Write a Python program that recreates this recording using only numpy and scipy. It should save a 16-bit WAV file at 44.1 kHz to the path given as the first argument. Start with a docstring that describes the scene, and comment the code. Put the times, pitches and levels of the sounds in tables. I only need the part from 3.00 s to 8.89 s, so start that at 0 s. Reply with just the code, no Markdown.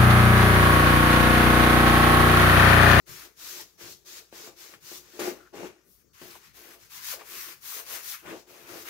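"""A quiet room with a wooden floor: a damp paper towel scrubs a coated canvas, heard close up in stereo.
Paper fibres catch and slip in dense tiny clicks, made of noise with uneven sizes, in three spectral bands.
The stretched canvas and its frame hum like a drum when pushed, slid or knocked on the boards: noise and
soft pulses pass through resonances. Folds snag, damp paper squeaks, and air noise and mains hum lie behind."""
import sys
import numpy as np
from scipy import signal
from scipy.fft import rfft, irfft, next_fast_len
from scipy.io import wavfile
from scipy.ndimage import uniform_filter1d

SR = 44100
rng = np.random.default_rng(int(sys.argv[2]) if len(sys.argv) > 2 else 0)


def int16_out(signal):
    """Quantize to a 16-bit WAV file."""
    q = np.round(np.clip(np.atleast_2d(signal).T, -1, 1) * 32767)
    wavfile.write(sys.argv[1], SR, q.astype(np.int16))


N = 259746  # length in samples

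# resonances of the stretched canvas on its frame: pitch_hz, width_hz, level_db [relative]
CANVAS_MODES = [(199, 46, -15), (270.4, 22.6, -10), (357.9, 19.6, -0.5), (433, 15.8, -0.5),
                (487.6, 22.5, -4.5), (554, 62, -7.5), (679, 43, -7), (825, 120, -12.5), (1180, 130, -17),
                (1470, 46, -15), (2785, 64, -17.5)]
# spectrum of the coarse scrape, also of the rattle in a knock: pitch_hz, density_db [relative, per Hz]
RASP_SPECTRUM = [(500, -21), (850, -4.5), (1050, 2), (1600, 3.5), (2500, 2.5), (3200, -2.5), (5000, -14)]
RASP_LEFT_DB = 5.5  # left above right, also for snags and squeaks


def gain_of(db):
    """Turns decibels into an amplitude factor."""
    return 10 ** (np.asarray(db) / 20)


def evened(x):
    """Scales a signal to an RMS of one over all its channels."""
    return x / np.sqrt(np.mean(x ** 2) + 1e-20)


def colour(x, points):
    """Filters the channels by a spectrum, drawn between points on a logarithmic pitch axis."""
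    point_hz, point_db = np.transpose(points)
    size = next_fast_len(N)
    hz = np.fft.rfftfreq(size, 1 / SR)
    curve_db = np.interp(np.log(hz + 1), np.log(point_hz + 1), point_db)
    return irfft(rfft(x, size) * gain_of(curve_db), size)[..., :N]


def pair(same):
    """Two channels of white noise with the given correlation."""
    left, other = rng.standard_normal((2, N))
    same = np.clip(same, 0, 1)
    return np.array([left, same * left + np.sqrt(1 - same ** 2) * other])


def sides(left_db):
    """Stereo gains that set the left channel this far above the right."""
    return gain_of(np.array([[.5], [-.5]]) * left_db)


def flicker(ms, db):
    """A random gain, smoothed over some milliseconds, with an RMS swing in dB."""
    drift = uniform_filter1d(rng.standard_normal(N), max(int(ms * SR / 1000), 1))
    return gain_of(db * evened(drift))


def mottle(x, db):
    """Patches of the noise's spectrum swell and sink at random over pitch and time."""
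    spectra = signal.stft(x, nperseg=512)[2]
    patches = rng.standard_normal(spectra.shape[1:])
    patches = uniform_filter1d(patches, size=3, axis=0)  # across pitch
    patches = uniform_filter1d(patches, size=7, axis=1)  # across time
    return signal.istft(spectra * gain_of(db * evened(patches)), nperseg=512)[1][:, :N]


def swell(rows, motion):
    """Each row (start, rise, hold, dB, change dB) rises, drifts in level, stops fast and lingers; powers add."""
    steepness, stop_db_s, linger_db, fade_db_s = motion
    power = np.zeros(N)
    for start, rise, hold, db, change_db in rows:
        t = np.arange(0, rise + hold + 1, 1 / SR)
        after = np.maximum(t - rise - hold, 0)
        stop = gain_of(-stop_db_s * after)
        linger = gain_of(linger_db - fade_db_s * after)
        end = (stop + linger) / (1 + gain_of(linger_db))
        drift = gain_of(db + change_db * np.clip((t - rise) / hold, 0, 1))
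        onset = np.sin(np.pi / 2 * np.minimum(t / rise, 1)) ** steepness
        part = power[round(start * SR):][:len(t)]  # a view: adding to it fills power
        part += ((onset * drift * end) ** 2)[:len(part)]
    return np.sqrt(power)


def ring(x, modes=CANVAS_MODES, sign=-1):
    """Passes a force through modes of the canvas on its frame; the small drum radiates no deep bass."""
    out = 0
    for k, (hz, width, db) in enumerate(modes):
        mode = signal.lfilter(*signal.iirpeak(hz, hz / width, SR), x)
        out = out + sign ** k * gain_of(db) * mode
    return signal.sosfilt(signal.butter(4, 165, "high", fs=SR, output="sos"), out)


def room():
    """Air and appliance noise, mottled over pitch and time, with a wavering mains hum."""
    # spectrum of the air noise: pitch_hz, density_db [relative, per Hz]
    air_spectrum = [(20, -10), (76, 9.5), (130, 15), (249, 5.5), (416, 8), (677, -4), (1370, -3.5),
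                    (2990, -14.5), (6050, -1), (8590, -14.5), (16000, -9)]
    # mains hum before wavering and stereo tilt: pitch_hz, level_db [RMS]
    hum_tones = [(59, -80)]
    t = np.arange(N) / SR
    hum = sum(gain_of(db) * np.sqrt(2) * np.sin(2 * np.pi * hz * t) for hz, db in hum_tones)
    air = gain_of(-69) * evened(mottle(colour(pair(0.34), air_spectrum), db=4.0))
    return sides(9) * (air + hum * flicker(ms=80, db=4))


def towel():
    """Slips of fibres, a few of them large, in three sizes; all share the unevenness of the surface."""
    # wipes or handlings of the towel: start_s, speeding_up_s, moving_s, hiss_db, fizz_db,
    # hiss_and_fizz_change_db [while moving], rasp_db, rasp_change_db [while moving]
    strokes = np.array([(0.055, 0.062, 0.139, -48.0, -48.5, -4, -51.5, 0),
                        (0.352, 0.14, 0.125, -43, -45, -2, -50, -2),
                        (0.77, 0.071, 0.089, -48.5, -52, 1, -50.5, -10),
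                        (1.044, 0.045, 0.1, -48.5, -52, 2.0, -58, 5),
                        (1.308, 0.073, 0.097, -48.5, -52.5, 0, -52.5, -1),
                        (1.551, 0.07, 0.13, -49.0, -52, -9, -55.0, -3),
                        (1.796, 0.14, 0.044, -46, -47.5, 0, -52, -5),
                        (2.016, 0.026, 0.14, -63.5, -68, 11.5, -64.0, 6.5),
                        (2.188, 0.015, 0.1, -40.5, -43, -3, -38.5, -5),
                        (2.526, 0.037, 0.11, -54.0, -63, 1, -52.5, 4),
                        (2.82, 0.12, 0.075, -70.5, -61.5, -6.5, -90, 17),
                        (3.128, 0.017, 0.057, -63, -64.5, 4.5, -63.5, 7.5),
                        (3.19, 0.04, 0.14, -54, -53.5, -1.5, -54, -2),
                        (3.375, 0.093, 0.054, -58.5, -61, -12, -58.5, -9.0),
                        (3.524, 0.052, 0.172, -56.5, -54.5, -1, -57, 2.0),
                        (3.775, 0.055, 0.051, -58, -59.5, -5.5, -60.5, -6),
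                        (3.884, 0.082, 0.029, -47.0, -46, -1.5, -49.5, -0.5),
                        (3.989, 0.14, 0.016, -38.0, -37.0, -5, -42.5, -4.5),
                        (4.185, 0.02, 0.008, -56.0, -70, -0.0, -50, -1),
                        (4.216, 0.2, 0.11, -44.5, -42, -5.5, -46, -3.0),
                        (4.599, 0.12, 0.082, -43.5, -40, -0.5, -48, 3),
                        (4.837, 0.12, 0.052, -41.5, -38.5, -8.5, -44, -4),
                        (4.997, 0.121, 0.03, -41.0, -38.5, -3.5, -48, 6),
                        (5.227, 0.084, 0.095, -56.5, -62.5, 1, -44.5, -17),
                        (5.459, 0.052, 0.18, -58.0, -57.5, -2, -57, 1.0),
                        (5.657, 0.058, 0.11, -51.5, -50.5, 2.0, -49, -3.0),
                        (5.835, 0.034, 0.021, -50.0, -49, 2.5, -47.5, 8)])
    # spectra of medium and of fine slips, each: pitch_hz, density_db [relative, per Hz]
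    hiss_spectrum = [(1500, -21.5), (3000, -9), (4200, -4), (6300, -2.5), (7200, -6), (8300, -11.5),
                     (11000, -35)]
    fizz_spectrum = [(6000, -27), (8300, -10.5), (10000, -6.5), (12500, -3.5), (14500, -2), (16500, -6)]
    # start and end of a wipe: rise_steepness [exponent], stop_db_per_s, linger_db, linger_fade_db_per_s
    towel_motion = (1.3, 494, -10.5, 89)
    sizes = gain_of(1.56 * np.minimum(rng.exponential(1, N), 6))
    slips = sizes * flicker(ms=1.5, db=.9)
    hiss = evened(colour(slips * pair(0.038), hiss_spectrum)) * sides(3.5)
    rasp = evened(colour(slips * pair(0.086), RASP_SPECTRUM)) * sides(RASP_LEFT_DB)
    fizz = evened(colour(slips * pair(0.074), fizz_spectrum)) * sides(9)
    hiss = hiss * swell(strokes[:, [0, 1, 2, 3, 5]], towel_motion)
    fizz = fizz * swell(strokes[:, [0, 1, 2, 4, 5]], towel_motion)
    rasp_gain = swell(strokes[:, [0, 1, 2, 6, 7]], towel_motion)
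    return mottle(rasp, db=1.5) * rasp_gain + mottle(hiss + fizz, db=1.52)


def drumming():
    """Steady drag and separate small bumps shake the canvas; a hand pressing its middle favours the upper modes."""
    # pushes or slides, levels before stereo tilt: start_s, building_s, dragging_s, lowest_modes_db,
    # upper_modes_db, change_db [while dragging]
    pushes = np.array([(0.065, 0.015, 0.19, -64.0, -64.5, 2), (0.347, 0.116, 0.15, -64, -64, 7),
                       (0.771, 0.053, 0.069, -56.5, -57.5, 1), (1.034, 0.03, 0.15, -68, -66.5, 4.5),
                       (1.324, 0.003, 0.165, -59, -57.5, 4.5), (1.526, 0.091, 0.12, -66, -66.5, 5.5),
                       (1.801, 0.11, 0.21, -63.5, -66, -4.5), (1.914, 0.0052, 0.077, -55, -56, -11),
                       (2.115, 0.065, 0.03, -53.5, -56, -1.5), (2.189, 0.0068, 0.085, -36.5, -39.5, 4),
                       (2.519, 0.034, 0.099, -45, -48, 4), (3.213, 0.0032, 0.2, -50.5, -52.5, -22.5),
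                       (3.525, 0.088, 0.16, -63.5, -62.5, 3), (4.13, 0.04, 0.065, -62, -52.0, -1.5),
                       (4.28, 0.074, 0.021, -56.5, -61, -1), (4.395, 0.079, 0.017, -64, -65, 7),
                       (4.71, 0.062, 0.04, -71, -56, 4), (4.846, 0.086, 0.04, -61.5, -52.5, 1.5),
                       (5.209, 0.12, 0.049, -44.5, -44, -6.5), (5.447, 0.069, 0.18, -57.0, -57, -4),
                       (5.665, 0.12, 0.012, -49.5, -47, -8.5), (5.795, 0.025, 0.078, -57, -60.5, 5)])
    # start and end of a push: rise_steepness [exponent], stop_db_per_s, linger_db, linger_fade_db_per_s
    canvas_motion = (1.5, 389, -3, 151)
    bump_times = rng.random(N) < 350 / SR  # about 350 bumps per second
    bumps = gain_of(2.5 * np.minimum(rng.exponential(1, N), 3)) * bump_times
    judder = 2.3 + evened(uniform_filter1d(bumps, size=40))
    # the lowest mode is wide in stereo, the next two nearly central
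    central = ring(pair(.97) * judder, CANVAS_MODES[1:3])
    wide = ring(pair(.4) * judder, CANVAS_MODES[:1])
    lowest = evened(central + wide)
    upper = evened(ring(pair(0.57) * judder, CANVAS_MODES[3:]))
    lowest_gain = swell(pushes[:, [0, 1, 2, 3, 5]], canvas_motion)
    upper_gain = swell(pushes[:, [0, 1, 2, 4, 5]], canvas_motion)
    return lowest * lowest_gain + upper * upper_gain


def knocks():
    """Each knock is a soft push into the modes, a short brighter rattle and a dull thump in the boards."""
    # the frame knocks on the floor: start_s, push_peak_db [before stereo tilt],
    # rattle_db [hardness, relative to push_peak_db], thump_db [relative to push_peak_db]
    hits = [(0.078, -52.5, -12, 1), (0.81, -52, 2, -3), (1.326, -38.5, -13, -24), (1.475, -37.5, -20, -32),
            (1.738, -45.5, -0.5, -28), (1.916, -38.5, -18, -35), (2.155, -46, -19, -25),
            (2.192, -28, -34, -31), (2.544, -40, -26, -12.5), (2.632, -31, -25, -39),
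            (2.643, -33, -28, -39), (3.215, -41.5, -6, -12.5), (3.227, -48, -14, -36),
            (5.253, -47, -14, -4), (5.699, -50, 0.5, -5)]
    # spectrum of the boards: pitch_hz, density_db [relative, per Hz]
    thump_spectrum = [(60, -9), (110, 8), (170, 4), (300, -20.5)]
    out, t = np.zeros((2, N)), np.arange(8000) / SR
    # a pulse of 60 samples; each fade below is the time to fall by 60 dB
    push = ring(np.pad(signal.windows.hann(60), (0, len(t) - 60)), sign=1)
    push = push * gain_of(-60 * t / 0.21)
    boards = evened(colour(pair(0.63), thump_spectrum)) * sides(6.7)
    rattles = evened(colour(pair(1.0), RASP_SPECTRUM))
    for start, db, rattle_db, thump_db in hits:
        at = slice(round(start * SR), round(start * SR) + len(t))
        rattle = rattles[:, at] * gain_of(rattle_db - 60 * t / .09)
        thump_shape = gain_of(thump_db - 60 * t / 0.44) * (1 - np.exp(-t / 0.0077))
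        thump = boards[:, at] * thump_shape
        out[:, at] += gain_of(db) * (push / abs(push).max() + rattle + thump)
    return out


def catches():
    """A fold of paper snags on raised paint and lets go: a short scuff of noise rings around its own pitch."""
    # snags: start_s, peak_db [before stereo tilt], pitch_hz
    snags = [(0.594, -43, 910), (3.303, -43, 4300), (3.35, -43.5, 780), (4.124, -37, 1040),
             (4.136, -37.5, 525), (4.209, -39.5, 1010), (4.72, -38, 1210), (4.764, -42.5, 493),
             (4.788, -41.5, 1393)]
    out, t = np.zeros((2, N)), np.arange(4000) / SR
    shape = np.minimum(t / 0.0034, 1) * gain_of(-60 * t / 0.075)  # 3.4 ms attack, 60 dB down in 75 ms
    for start, db, hz in snags:
        scuff = signal.lfilter(*signal.iirpeak(hz, 4, SR), pair(0.72)[:, :len(t)] * shape)
        at = round(start * SR)
        out[:, at:at + len(t)] += gain_of(db) * scuff / abs(scuff).max()
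    return out * sides(RASP_LEFT_DB)


def squeaks():
    """Damp paper chirps unevenly on the coating: narrow bands of noise swell, fade and flicker."""
    # faint wet squeaks: start_s, length_s, pitch_hz, level_db [before swell, flicker and stereo tilt]
    chirps = [(2.35, 0.17, 1410, -65), (3.627, 0.047, 1970, -61)]
    out, t = np.zeros((2, N)), np.arange(N) / SR
    for start, length, hz, db in chirps:
        fuzzy = evened(signal.lfilter(*signal.iirpeak(hz, 9, SR), pair(0.5)))
        out += gain_of(db) * fuzzy * np.sin(np.pi * np.clip((t - start) / length, 0, 1))
    return out * flicker(ms=17, db=4.5) * sides(RASP_LEFT_DB)


def walls(x):
    """A dying tail of scattered reflections, different for each channel."""
    t = np.arange(SR // 2) / SR
    # starts after 6 ms and falls 60 dB in 0.13 s
    tail = rng.standard_normal((2, len(t))) * gain_of(-60 * t / 0.13) * (t > .006)
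    return signal.fftconvolve(x, tail / np.linalg.norm(tail[0]), axes=1)[:, :N]


def scene():
    """Mixes the close sounds, their faint reflections and the room."""
    canvas = sides(4.5) * (drumming() + knocks())
    canvas[0] = np.roll(canvas[0], shift=5)  # in samples: the canvas sound reaches the right port first
    near = towel() + catches() + squeaks() + canvas
    return near + gain_of(-12.5) * walls(near) + room()


def record(dry):
    """The band limit: a steep low-pass filter at 15780 Hz."""
    low_pass = signal.firwin(1023, 15780, window=("kaiser", 9), fs=SR)
    return signal.oaconvolve(dry, low_pass[None], "same")


dry = scene()
out = record(dry)
int16_out(out)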